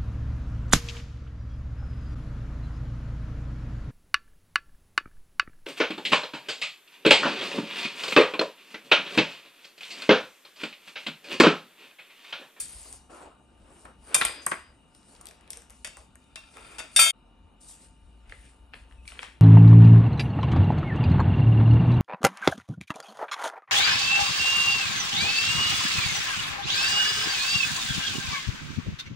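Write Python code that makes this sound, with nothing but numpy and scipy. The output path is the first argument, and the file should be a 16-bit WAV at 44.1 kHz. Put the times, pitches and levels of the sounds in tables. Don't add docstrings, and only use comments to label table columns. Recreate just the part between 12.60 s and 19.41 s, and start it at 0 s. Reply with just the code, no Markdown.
import sys
import numpy as np
from scipy import signal
from scipy.fft import rfft, irfft, next_fast_len
from scipy.io import wavfile
from scipy.ndimage import uniform_filter1d, minimum_filter1d, map_coordinates

SR = 44100
rng = np.random.default_rng(int(sys.argv[2]) if len(sys.argv) > 2 else 0)


def decibels_to_gain(level_db):
    exponent = np.asarray(level_db, float) / 20
    return 10 ** exponent


def unload_audio(sound):
    columns = np.transpose(np.atleast_2d(sound))
    steps = np.round(np.clip(columns, -1, 1) * 32767)
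    wavfile.write(sys.argv[1], SR, steps.astype(np.int16))


N = 300321
TIME = np.arange(N) / SR
AGE = np.arange(SR // 2) / SR

# fade_start_s, silent_s, sound_back_s
CUT = (4.508, 4.518, 4.535)


def unit(x):
    return x / np.sqrt(np.mean(x ** 2) + 1e-20)


def along(points, hz):
    f, v = np.transpose(points)
    return np.interp(np.log(hz + 1), np.log(f + 1), v)


def curves(rows):
    s, *cols = np.transpose(rows)
    return [np.interp(TIME, s, c) for c in cols]


def wobble(rate):
    knots = rng.standard_normal(int(N * rate / SR) + 4)
    return map_coordinates(knots, [np.arange(N) * rate / SR])


def filtered(x, response):
    m = next_fast_len(x.shape[-1] + 8192)
    return irfft(rfft(x, m) * response(np.fft.rfftfreq(m, 1 / SR)), m)[..., :x.shape[-1]]


# freq_hz, likeness_0_to_1
ALIKE = [(60, .98), (250, .8), (1000, .5), (3000, .65), (7000, .88), (8300, .99), (16000, .99)]


def spread(hz):
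    return np.arccos(np.clip(along(ALIKE, hz), -1, 1)) / 2


def pair(x, spectrum):
    mid, side = filtered(x, lambda hz: decibels_to_gain(along(spectrum, hz)) * [np.cos(spread(hz)), np.sin(spread(hz))])
    return unit(np.array([mid + side, mid - side]))


def rush(spectrum, patchy_db, grain_db=0):
    grain = decibels_to_gain(grain_db * uniform_filter1d(rng.exponential(size=N), 24) * 4)
    z = signal.stft(rng.standard_normal((2, N)) * grain, nperseg=512)[2]
    field = uniform_filter1d(rng.standard_normal(z.shape[1:]), 6, 0)
    field = unit(uniform_filter1d(field, 10, 1))
    noise = signal.istft(z * decibels_to_gain(patchy_db * field), nperseg=512)[1][:, :N]
    return pair(noise, spectrum)


FLUTTER_HZ = 70


def ring(modes, scatter_db, attack, free=1, flutter_db=0):
    hz, db, t60 = np.transpose(modes)[:, :, None]
    knots = rng.standard_normal((len(hz), FLUTTER_HZ))
    flutter = np.array([np.interp(AGE * FLUTTER_HZ, np.arange(FLUTTER_HZ), row) for row in knots])
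    level_db = db + scatter_db * rng.standard_normal(hz.shape) + flutter_db * flutter
    strength = decibels_to_gain(level_db - 60 * AGE / (t60 * free))
    phase = 2 * np.pi * (hz * AGE + rng.random(hz.shape))
    step = np.sqrt(-np.log(along(ALIKE, hz)) / 2) * rng.standard_normal(hz.shape)
    sides = [np.sum(strength * np.sin(phase + side * step), axis=0) for side in (1, -1)]
    return np.array(sides) * (1 - np.exp(-AGE / attack))


def crack(t60, lo_hz, hi_hz, attack):
    turn = spread(np.sqrt(lo_hz * hi_hz))
    mid, side = rng.standard_normal((2, len(AGE))) * [[np.cos(turn)], [np.sin(turn)]]
    burst = np.array([mid + side, mid - side]) * decibels_to_gain(-60 * AGE / t60) * (1 - np.exp(-AGE / attack))
    band = signal.butter(3, [lo_hz, hi_hz], "band", fs=SR, output="sos")
    burst = signal.sosfilt(band, burst)
    return burst / np.abs(burst).max()


# freq_hz, t60_s
WALLS = [(200, 0.26), (1200, 0.36), (4000, 0.48), (10000, 0.3)]


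def add(bus, s, sound, wet_db):
    hz, t, z = signal.stft(rng.standard_normal((2, len(AGE))), SR, nperseg=256)
    decay = decibels_to_gain(-60 * t / along(WALLS, hz)[:, None])
    tail = signal.istft(z * decay, SR, nperseg=256)[1][:, :len(AGE)]
    late = np.clip(AGE / 0.0041 - .5, 0, 1)
    tail = pair(tail * late, [(1, 0)]) / np.sqrt(len(AGE))
    both = decibels_to_gain(wet_db) * signal.fftconvolve(np.atleast_2d(sound)[:1], tail, axes=1)
    both[:, :len(AGE)] += sound * np.clip((AGE[-1] - AGE) * 10, 0, 1)
    end = CUT[1] if s < CUT[0] else N / SR
    start = round(s * SR)
    both = both[:, :round(end * SR) - start]
    bus[:, start:start + both.shape[1]] += both


SWELL_DB, RELEASE_DB_PER_S = 30, 170


def strokes(rows, idle_db):
    s, swell, hold, db = np.transpose(rows)[:, :, None]
    t = np.arange(0, N, 16) / SR
    before = np.clip(s - t, 0, None)
    after = np.clip(t - s - abs(hold), 0, None)
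    shape_db = -SWELL_DB * before / abs(swell) - RELEASE_DB_PER_S * after
    shape_db = np.where((s < CUT[0]) & (t > CUT[1]), -200, shape_db)
    power = np.sum(decibels_to_gain(2 * np.maximum(db + shape_db, -200)), axis=0)
    return 10 * np.log10(np.interp(TIME, t, power) + decibels_to_gain(2 * idle_db))


# time_s, level_db, pitch_hz
DRONE = [(0.0, -63, 57.58), (0.3, -54, 59.3), (0.57, -66.5, 67.74), (1.35, -57.5, 58.3),
         (1.95, -63.5, 72.12), (2.5, -65.5, 57.95), (2.8, -61.5, 60.74), (3.43, -61, 60.1),
         (3.9, -64, 71.15), (4.1, -58, 57), (4.48, -70, 46.2), (4.56, -59, 43.76), (5.1, -58.5, 44.97),
         (5.2, -65, 50.07), (5.45, -53.5, 55.38), (5.8, -53.5, 57.3), (6.81, -56, 63.25)]
# freq_hz, level_db_per_hz
THROB = [(15, -42.5), (28, -13.5), (45, -4.5), (62, -4.5), (80, -8.5), (105, -19.5), (140, -52)]
# freq_hz, level_db_per_hz
AIR = [(53, -29.5), (90, -6.5), (171, -4.5), (267, -3), (432, -20), (468, -18), (584, -17.5), (758, -23),
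       (873, -18.5), (1840, -53.5), (2920, -15), (3290, -39), (3790, -22.5), (4920, -57.5), (11000, -38.5),
       (14300, -68), (22000, -120)]
# pitch_hz, level_db
MACHINES = [(721, -81.5), (899, -76), (1198, -81.5), (1404, -86.5), (2400, -84.5), (2884, -79.5),
            (3800, -90.5)]
AIR_DB = -63


def room_tone():
    lines = 0
    for hz, db in MACHINES:
        level = decibels_to_gain(db + 3 + 0.84 * wobble(5.5))
        lines = lines + level * np.sin(2 * np.pi * hz * (TIME + 0.00013 * wobble(3.7)))
    drone_db, drone_hz = curves(DRONE)
    drone = decibels_to_gain(-1.0 + 1.4 * wobble(4.3)) * np.sin(2 * np.pi * np.cumsum(drone_hz) / SR)
    drone = drone + 0.81 * rush(THROB, patchy_db=4.0)
    return decibels_to_gain(AIR_DB - 1.5) * rush(AIR, patchy_db=1.4) + decibels_to_gain(drone_db) * drone + lines


# full_s, swell_s, hold_s, level_db
RUSTLES = [(0.001, 0.017, 0.0052, -37), (.09, 0.037, 0.21, -49.5), (.328, .02, 0.0046, -48),
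           (.506, 0.018, 0.12, -58), (1.218, 0.35, 0.004, -57.5), (1.486, 0.13, 0.04, -53.5),
           (1.826, 0.041, 0.0067, -53.5), (2.352, .02, .06, -65.5), (2.49, 0.11, 0.056, -59),
           (2.65, 0.93, 0.033, -66.5), (2.904, 0.0081, 0.0032, -52), (2.95, .05, 0.04, -64),
           (3.102, 0.019, 0.11, -62), (3.37, 0.0097, 0.0039, -55.5), (3.6, 0.33, 0.043, -74),
           (3.965, 0.31, 0.2, -58.5), (4.348, 0.1, .01, -51.5), (5.01, 0.015, 0.13, -55.5),
           (5.088, 0.037, 0.031, -50), (5.22, 0.056, 0.023, -57), (5.35, 0.045, 0.24, -80),
           (5.71, 0.1, 0.19, -63.5), (6.15, 0.041, 0.049, -65.5), (6.3, 0.029, 0.023, -71),
           (6.485, 0.054, 0.0075, -52), (6.63, 0.3, 0.016, -54.5)]
# full_s, swell_s, hold_s, rub_db, drag_db
SLIDES = [(0.001, .01, 0.052, -48.5, -65), (0.092, 0.08, 0.25, -55.5, -60.5),
          (0.5, 0.015, 0.17, -56.5, -48.5), (1.095, 0.32, 0.084, -63, -58),
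          (1.257, 0.052, 0.0087, -57.5, -48), (1.539, 0.14, 0.023, -43, -40.5),
          (1.59, 0.056, 0.22, -46.5, -52), (2.685, 0.84, 0.034, -59.5, -56.5),
          (2.911, 0.41, 0.085, -57, -60), (3.105, 0.027, 0.011, -58, -60), (3.379, 0.14, 0.009, -62.5, -59),
          (3.966, 0.079, 0.2, -51.5, -53), (4.246, 0.1, 0.011, -53.5, -56.5),
          (5.105, 0.29, 0.14, -62.5, -71), (5.714, 0.13, 0.0063, -52.5, -61), (5.855, .2, 0.02, -56, -84),
          (6.137, 0.02, .005, -49.5, -58.5), (6.511, 0.065, 0.11, -50.5, -59),
          (6.627, 0.036, 0.0089, -41, -67.5)]
# freq_hz, level_db_per_hz
HISS = [(1500, -44), (3200, -9.5), (4800, -2), (6500, -1.5), (9000, 3.5), (10400, -5.5), (11500, -13.5),
        (13000, -14.5), (16000, -17.5)]
SHEEN = [(9800, -51.5), (10600, -12.5), (12400, 0.5), (13200, -20), (15300, -3), (16300, -54)]
RUB = [(700, -42), (1500, -2.5), (2600, 1), (4200, -12), (7500, -29)]
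DRAG = [(120, -53), (280, -4.5), (700, -4.5), (1400, -8.5), (3000, -40.5)]
IDLE_HISS_DB, IDLE_HISS_LATER_DB, IDLE_RUB_DB, IDLE_DRAG_DB = -76.5, -98, -74, -66.5


def hands():
    hiss_db = strokes(RUSTLES, np.where(TIME < CUT[1], IDLE_HISS_DB, IDLE_HISS_LATER_DB))
    rub_db = strokes([(s, swell, hold, db) for s, swell, hold, db, _ in SLIDES], IDLE_RUB_DB)
    drag_db = strokes([(s, swell, hold, db) for s, swell, hold, _, db in SLIDES], IDLE_DRAG_DB)
    hiss = decibels_to_gain(hiss_db - 3.0 + 0.64 * wobble(35)) * rush(HISS, patchy_db=2.5, grain_db=2.0)
    rub = decibels_to_gain(rub_db - 7.0 + 0.69 * wobble(25)) * rush(RUB, patchy_db=0.0, grain_db=3.0)
    drag = decibels_to_gain(drag_db - 3.0 + 0.39 * wobble(28)) * rush(DRAG, patchy_db=2.5, grain_db=1.5)
    sheen = decibels_to_gain(1.67 * hiss_db + 30) * rush(SHEEN, patchy_db=2.0, grain_db=2.5) * [[1], [-1]]
    return hiss + sheen + rub + drag


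# start_s, low_1khz_db, mid_3khz_db, high_8khz_db, freedom_to_ring_0_to_1
CLANGS = [
    (0.004, -60, -44, -37, 0.2),
    (4.391, -19, -12, -25, 0.35),
    (4.3943, -32, -23.5, -7, 0.43),
    (4.417, -33.5, -27.5, -15.5, 0.12),
    (4.4247, -34.5, -25, -16.5, 0),
    (4.4395, -37, -25.5, -22, .1),
    (4.461, -25.5, -29.5, -26, 0.2),
]
END_BLOWS = [
    (4.3619, -31, -17, -12.5, 0.41),
]
LEG_BLOWS = [
    (1.5444, -25.5, -14, -8, 0.13),
    (1.547, -26.5, -20, -7, 0.069),
    (1.55, -19, -20.5, -6, 0.06),
    (1.5531, -20, -25, -26.5, .12),
    (1.564, -24.5, -28.5, -28, .08),
    (1.584, -35.5, -29.5, -26, 0.059),
    (1.612, -20.5, -23, -29, .14),
    (1.6505, -26, -25.5, -24, .15),
]
FRAME_BLOWS = [(3.2468, -40.5, -27.5, -29, 0.1), (3.2505, -40, -43, -32.5, .12), (3.266, -48, -38, -48, .1),
               (3.272, -54, -42, -35, 0.08), (3.275, -44, -46, -40, .05), (3.758, -40, -28.5, -33.5, 0.088),
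               (3.776, -44, -52, -48, 0.12), (4.184, -39, -36, -36, 0.15), (4.187, -37, -33, -35, 0.14),
               (4.192, -37.5, -34, -33.5, 0.21), (4.197, -35.5, -33, -33.5, 0.1),
               (4.2033, -32.5, -39, -44, .1)]
TUBE_HZ = [668, 1104, 1345, 1640, 2176, 2421, 2454, 2642, 3198, 3575, 3604, 4575, 4650, 4775, 4824, 5566,
           5992, 6288, 6644, 6741, 7144, 7526, 7747, 8104, 8183, 8690, 8796, 9112, 9314, 9749, 11190, 11420,
           11850, 12110, 12350]
# level_db, t60_s
TUBE = [(-12.5, 0.89), (-18, 0.26), (6, 0.32), (-10, 0.43), (-11.5, 2), (-2, 0.5), (-7.5, 0.87),
        (-4.5, 0.4), (-7.5, 1.8), (-3.5, 1), (-7, 0.8), (-4, .8), (-7, 1.2), (-12.5, .6), (-8.5, .6),
        (-16.5, 0.5), (-17, 1), (-15.5, 0.6), (-15, 1.5), (-18, 1), (-21, 0.68), (-14.5, 0.88), (-20, 0.5),
        (-6.5, 0.29), (-18, 0.4), (-25, 0.8), (-7.5, 0.9), (-23, 1.4), (-17.5, 0.36), (-19.5, 1.2),
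        (-23.5, 1.1), (-18.5, .5), (-19.5, .9), (-6, 0.5), (-9.5, .3)]
# pitch_hz, level_db, t60_s when free
END = [(666, -9.5, .8), (1628, -9, .9), (2180, -7, .9), (2650, -4.5, 0.29), (3627, -2, 0.62),
       (4576, -6, 0.46), (5520, -8.5, 0.39), (6029, -13, 0.84), (7640, -13, 0.46), (8678, -5, 0.25),
       (9330, -8.5, 0.4), (9690, -8.5, 0.79), (11230, -8, .3), (12110, -13.5, .3)]
LEG = [(883, -8, .5), (1105, -3, 0.8), (1377, -3, 0.8), (1577, -9, .6), (2020, -9, .6), (5609, -19, 0.71),
       (6300, -15.5, .8), (6864, -16.5, 0.68), (2412, 2, 0.88), (2690, -7.5, .6), (3164, -10.5, 0.7),
       (3600, -7, .8), (5020, -18.5, 0.96), (7540, -2.5, 0.29), (8280, -13, 0.65), (8780, -2, .4),
       (9040, 2.5, 0.27), (9800, -10.5, 0.67), (11100, -3, .55), (12400, -14, .9)]
FRAME = [(644.5, -6.5, 0.96), (1467, -6.5, 0.7), (1810, -7.5, 0.8), (2180, -10, 1), (2534, -9.5, 1.3),
         (2706, -4.5, 1.1), (3615, -6, 1), (4680, -11, 0.82), (4900, -14, 0.54), (5564, -12.5, 0.64),
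         (6170, -15.5, .6), (6670, -15.5, .6), (7740, -14, .6), (8580, -8, 0.47)]
# low_hz, high_hz
SKIN = [(500, 1800), (1900, 3750), (4600, 12700)]


def clang(modes, blow, crack_db, skin_db, top_hz):
    _, low_db, mid_db, high_db, free = blow
    where = [(1000, low_db), (3000, mid_db), (8000, high_db)]
    free = np.clip(free, .03, 2)
    struck = [(hz, db + along(where, hz), t60) for hz, db, t60 in modes]
    tone = ring(struck, scatter_db=1.0, attack=0.00079, free=free, flutter_db=1.5)
    sound = decibels_to_gain(1.5) * free ** 0.5 * tone
    for (hz, part_db), (lo_hz, hi_hz) in zip(where, SKIN):
        contact = crack(0.0069, hz * .5, min(hz * 2.09, top_hz), attack=0.000079)
        sound += decibels_to_gain(part_db + crack_db) * contact
        walls = crack(0.56 * free, lo_hz, min(hi_hz, top_hz), attack=0.0003)
        sound += decibels_to_gain(part_db + skin_db) * walls
    return sound + decibels_to_gain(low_db - 18.5) * crack(0.021, 72, 300, attack=0.0012)


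def tubes():
    bus = np.zeros((2, N))
    tube = [(hz, *mode) for hz, mode in zip(TUBE_HZ, TUBE)]
    # modes, blows, crack_db, skin_db, room_db, top_hz
    parts = [(tube, CLANGS, 3.5, -4.5, -7, 16500),
             (END, END_BLOWS, 1.5, -4, -7, 16500),
             (LEG, LEG_BLOWS, -1.5, -6.5, -9, 16500),
             (FRAME, FRAME_BLOWS, 3, -5, -7, 10000)]
    for modes, blows, crack_db, skin_db, room_db, top_hz in parts:
        for blow in blows:
            add(bus, blow[0], clang(modes, blow, crack_db, skin_db, top_hz), wet_db=room_db)
    return filtered(bus, lambda hz: decibels_to_gain(-14 * np.exp(-((hz - 4150) / 170) ** 2)))


# start_s, peak_db, pitch_hz, bright_db
RATTLES = [(0.327, -50, 2060, 21), (.255, -58.5, 450, -14), (.335, -51.5, 616, -10),
           (1.6122, -16, 2710, -2), (1.6193, -12, 2650, -19), (1.667, -18.5, 3000, -12),
           (1.683, -24, 2600, -15), (1.694, -25, 1500, -20), (1.885, -34, 1500, -15),
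           (1.932, -27, 1800, -25), (1.941, -32, 2300, -25), (1.9142, -27, 3600, -4),
           (2.349, -48.5, 2957, 5), (2.43, -54, 4000, -2.5), (2.551, -47, 3970, 0), (2.563, -46, 4000, -5),
           (2.81, -51.5, 2500, 3), (2.909, -41, 3300, 11), (3.098, -46, 3500, 5), (2.6117, -44.5, 1276, 11),
           (2.615, -50, 5000, 6), (2.6562, -39, 3230, 8), (2.6692, -35.5, 3600, 7.5),
           (2.6871, -40, 3480, 4), (2.7107, -44, 1665, 5), (2.8767, -43, 3200, -5),
           (2.9046, -33.5, 3300, 10.5), (2.932, -33, 3540, 4), (2.972, -41, 1790, 12),
           (3.02, -48.5, 1440, 8.5), (3.105, -51, 1502, 17.5), (3.3698, -39.5, 1390, 7.5),
           (3.5554, -46, 1440, 9), (3.641, -66, 4000, 10), (3.792, -52, 3000, 5), (3.97, -37, 1700, -1),
           (4.087, -45, 2407, -10), (4.1177, -53, 2480, 10), (4.132, -54, 5000, 8)]
# start_s, peak_db, pitch_hz, bright_db
TAPS = [(5.095, -49, 1400, -8), (4.7464, -61, 1191, -34), (5.696, -42, 2440, -1),
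        (5.7223, -26.5, 1980, -31), (6.1355, -29.5, 1835, -23.5), (6.1404, -32, 2336, -36),
        (6.311, -45, 1900, -30), (6.323, -42.5, 2100, -30), (6.454, -42, 2110, -30), (6.478, -33, 4180, 0),
        (6.487, -36, 2620, -15), (6.5023, -38, 2600, -15), (6.509, -44, 4200, -20),
        (6.5197, -33, 2250, -34), (6.573, -42, 1500, -27.5), (6.591, -22.5, 2290, -39),
        (6.6178, -39, 5930, -23), (6.623, -36, 2542, -30), (6.6298, -31.5, 5400, -24),
        (6.6294, -24.5, 1600, -27), (6.6836, -45, 1508, -13), (6.638, -37, 3100, -25),
        (6.654, -42, 2010, -25.5), (6.719, -46, 2300, -30)]
DULL_DB, DULL_DB_PER_OCTAVE = -1.5, -13


def ticks():
    bus = np.zeros((2, N))
    for s, db, hz, bright_db in RATTLES + TAPS:
        size = 1 if s < CUT[0] else 1.4
        dull_db = DULL_DB + DULL_DB_PER_OCTAVE * np.log2(hz / 1000)
        tone = .35 * ring([(hz, 0, .01)], scatter_db=0, attack=.0004)
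        tone += crack(.009 * size, hz * .6, hz * 1.5, attack=.0003)
        dull = decibels_to_gain(dull_db) * crack(0.043, 370, 1210, attack=0.00093)
        bright = decibels_to_gain(bright_db + 0.5) * crack(0.0034, 5500, 12500, attack=0.00032)
        add(bus, s, decibels_to_gain(db - 2.0) * (tone + dull + bright), wet_db=-6.5)
    return bus


# start_s, peak_db, snap_db, wheel_pitch_factor, fork_db
KNOCKS = [
    (1.2505, -37, -13, 1, -40),
    (1.6107, -15, -20, 1.73, -42),
    (1.6156, -15, -20, 1.27, -38),
    (1.65, -24.5, 8, 1.9, -38),
    (1.864, -18, 2, 1.04, -27),
    (1.9146, -14.5, -25, 1.044, -27),
]
# pitch_hz, level_db, t60_s
WHEEL = [(165, -19.5, 0.094), (365, -17, 0.065), (610, -10.5, 0.034), (945, 0, 0.019), (1070, 4, 0.029),
         (1504, -1.5, 0.027), (1824, -9, 0.015), (2240, -11, 0.013), (3000, -11, 0.015)]
FORK_HZ, FORK_T60_S = 6336, .1


def casters():
    bus = np.zeros((2, N))
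    lag_s = .003
    for s, db, snap_db, pitch, fork_db in KNOCKS:
        hollow = decibels_to_gain(-7.5) * ring(np.multiply(WHEEL, [pitch, 1, 1]), scatter_db=-1.5, attack=0.00048)
        wheel = 0.42 * crack(0.096, 900 * pitch, 2300 * pitch, attack=0.00049)
        wheel += 0.19 * crack(0.064, 220, 1100, attack=0.0014)
        wheel += 0.11 * crack(0.041, 2300, 6500, attack=0.0003)
        snap = crack(0.012, 8140, 9300, attack=0.00093) + 1.1 * crack(0.023, 6800, 13000, attack=0.00032)
        knock = np.roll(wheel, round(lag_s * SR), axis=1) + decibels_to_gain(snap_db) * snap
        steel = ring([(FORK_HZ, fork_db, FORK_T60_S)], scatter_db=0, attack=.003, flutter_db=1.5)
        add(bus, s + lag_s, decibels_to_gain(db) * hollow, wet_db=-11.5)
        add(bus, s, decibels_to_gain(db) * knock, wet_db=-7.5)
        if db > -30:
            add(bus, s, decibels_to_gain(db) * steel, wet_db=-15)
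    return bus


AXLE_HZ, AXLE_T60_S, AXLE_DB = 4888, 1.05, -41
AXLE_STRUCK_S, AXLE_TOUCHED_S, AXLE_HELD_DB_PER_S = 1.612, 2.1, 300


def axle():
    age = np.clip(TIME - AXLE_STRUCK_S, 0, None)
    held = np.clip(age - AXLE_TOUCHED_S + AXLE_STRUCK_S, 0, None)
    level_db = AXLE_DB - 60 * age / AXLE_T60_S - AXLE_HELD_DB_PER_S * held + 1.5 * wobble(30.03)
    return decibels_to_gain(level_db) * (1 - np.exp(-age / .03)) * np.sin(2 * np.pi * AXLE_HZ * age)


# start_s, peak_db, pitch_hz, t60_s
PINGS = [
    (1.651, -44, 11300, 0.24),
    (1.652, -44, 12090, 0.26),
    (1.73, -43.5, 2460, 0.22),
    (1.818, -46, 6400, .12),
    (2.965, -52, 469, .12),
    (6.477, -27, 2310, 0.025),
    (6.579, -38, 4300, 0.018),
    (6.636, -44, 3104, 0.16),
]


def pings():
    bus = np.zeros((2, N))
    for s, db, hz, t60 in PINGS:
        note = ring([(hz, db + 0.5, t60)], scatter_db=4.5, attack=0.0016, flutter_db=7.0)
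        add(bus, s, note, wet_db=-15)
    return bus


# full_s, swell_s, hold_s, level_db
SCRAPE = (4, 0.58, -2.1, -55.5)
SCRAPE_WIDTH_HZ = 59.8


def scrape():
    grit = rng.standard_normal((2, N)) * decibels_to_gain(5 * wobble(330) + 2.5 * wobble(40))
    w = SCRAPE_WIDTH_HZ

    def tube(f):
        return sum(decibels_to_gain(db) * 1j * f * w / (c * c - f * f + 1j * f * w) for c, (db, _) in zip(TUBE_HZ, TUBE))

    colour = [(900, -11.5), (1400, -2.5), (2300, 3), (5000, -6), (9000, -5.5)]  # (Hz, dB)
    return decibels_to_gain(strokes([SCRAPE], -200)) * pair(filtered(grit, tube), colour)


# time_s, pitch_hz, level_db
SQUEAK = [
    (6.375, 2617, -67.5),
    (6.42, 2593, -75),
    (6.475, 2520, -69),
]


def squeak():
    hz, db = curves(SQUEAK)
    touch = np.clip(np.minimum(TIME - SQUEAK[0][0], SQUEAK[-1][0] - TIME) / 0.0078, 0, 1)
    level = decibels_to_gain(db + 6.5 + 4 * wobble(90))
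    return touch * level * np.sin(2 * np.pi * np.cumsum(hz * (1 + 0.0338 * wobble(200))) / SR)


def scene():
    sound = tubes() + scrape() + casters() + axle() + ticks() + pings() + hands() + squeak() + room_tone()
    start, silent, back = CUT
    return sound * decibels_to_gain(np.interp(TIME, [start, start + 0.0052, silent, back], [2.0, -24.5, -26, 2.0]))


# freq_hz, level_db
MIC = [(4450, -1), (6500, -3.5), (8800, 0.5), (10000, 11), (10800, -2), (12300, -13.5), (13000, -18),
       (15800, -16), (16500, -46.5)]
# freq_hz, lead_radians
PORTS = [(100, 0), (1000, -.3), (2900, 1.3), (3700, -.2), (7700, .8), (8550, 0), (9300, -1.3)]
# freq_hz, lead_half_turns
OPPOSED = [(9850, -1), (10950, -1), (11500, -2), (12800, -2), (13300, -3), (14600, -3), (15200, -4)]
# freq_hz, level_db
LEFT_DB = [(100, 2), (700, 1), (2500, 3), (4500, 5.5), (8500, 1.5), (9900, 2.5)]


def two_ports(dry):
    lead = PORTS + [(hz, np.pi * turns) for hz, turns in OPPOSED]

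    def apart(hz):
        return decibels_to_gain(along(LEFT_DB, hz) / 2) * np.exp(.5j * along(lead, hz))

    return filtered(dry, lambda hz: decibels_to_gain(along(MIC, hz)) * [apart(hz), 1 / apart(hz)])


def thinned(x, margin_db, quiet_db, jump_db):
    hz, _, z = signal.stft([x[0] + x[1], x[0] - x[1]], SR, nperseg=1024)
    band = uniform_filter1d(uniform_filter1d(abs(z) ** 2, 9, 1), 2, 2)
    loud = (abs(z[:, (hz > 7000) & (hz < 10000)]) ** 2).mean(axis=(0, 1))
    attack = loud > np.roll(loud, 2) * decibels_to_gain(2 * jump_db)
    mask = np.where(attack, 0, loud * decibels_to_gain(2 * margin_db)) + decibels_to_gain(2 * quiet_db)
    untouched = hz < np.array([[9800], [8250]])
    keep = (band > mask) | untouched[..., None]
    mid, side = signal.istft(z * keep, SR, nperseg=1024)[1][:, :N] / 2
    return np.array([mid + side, mid - side])


def limited(x, top):
    need = np.minimum(1, top / (np.abs(x).max(axis=0) + 1e-9))
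    return x * uniform_filter1d(minimum_filter1d(need, size=441), size=441)


def low_pass(x):
    return signal.sosfilt(signal.butter(12, 16830, fs=SR, output="sos"), x)


def record(dry):
    thin = thinned(two_ports(dry), margin_db=-14, quiet_db=-97.0, jump_db=11)
    mix = limited(thin, top=.86)
    return low_pass(mix)


dry = scene()
out = record(dry)
unload_audio(out)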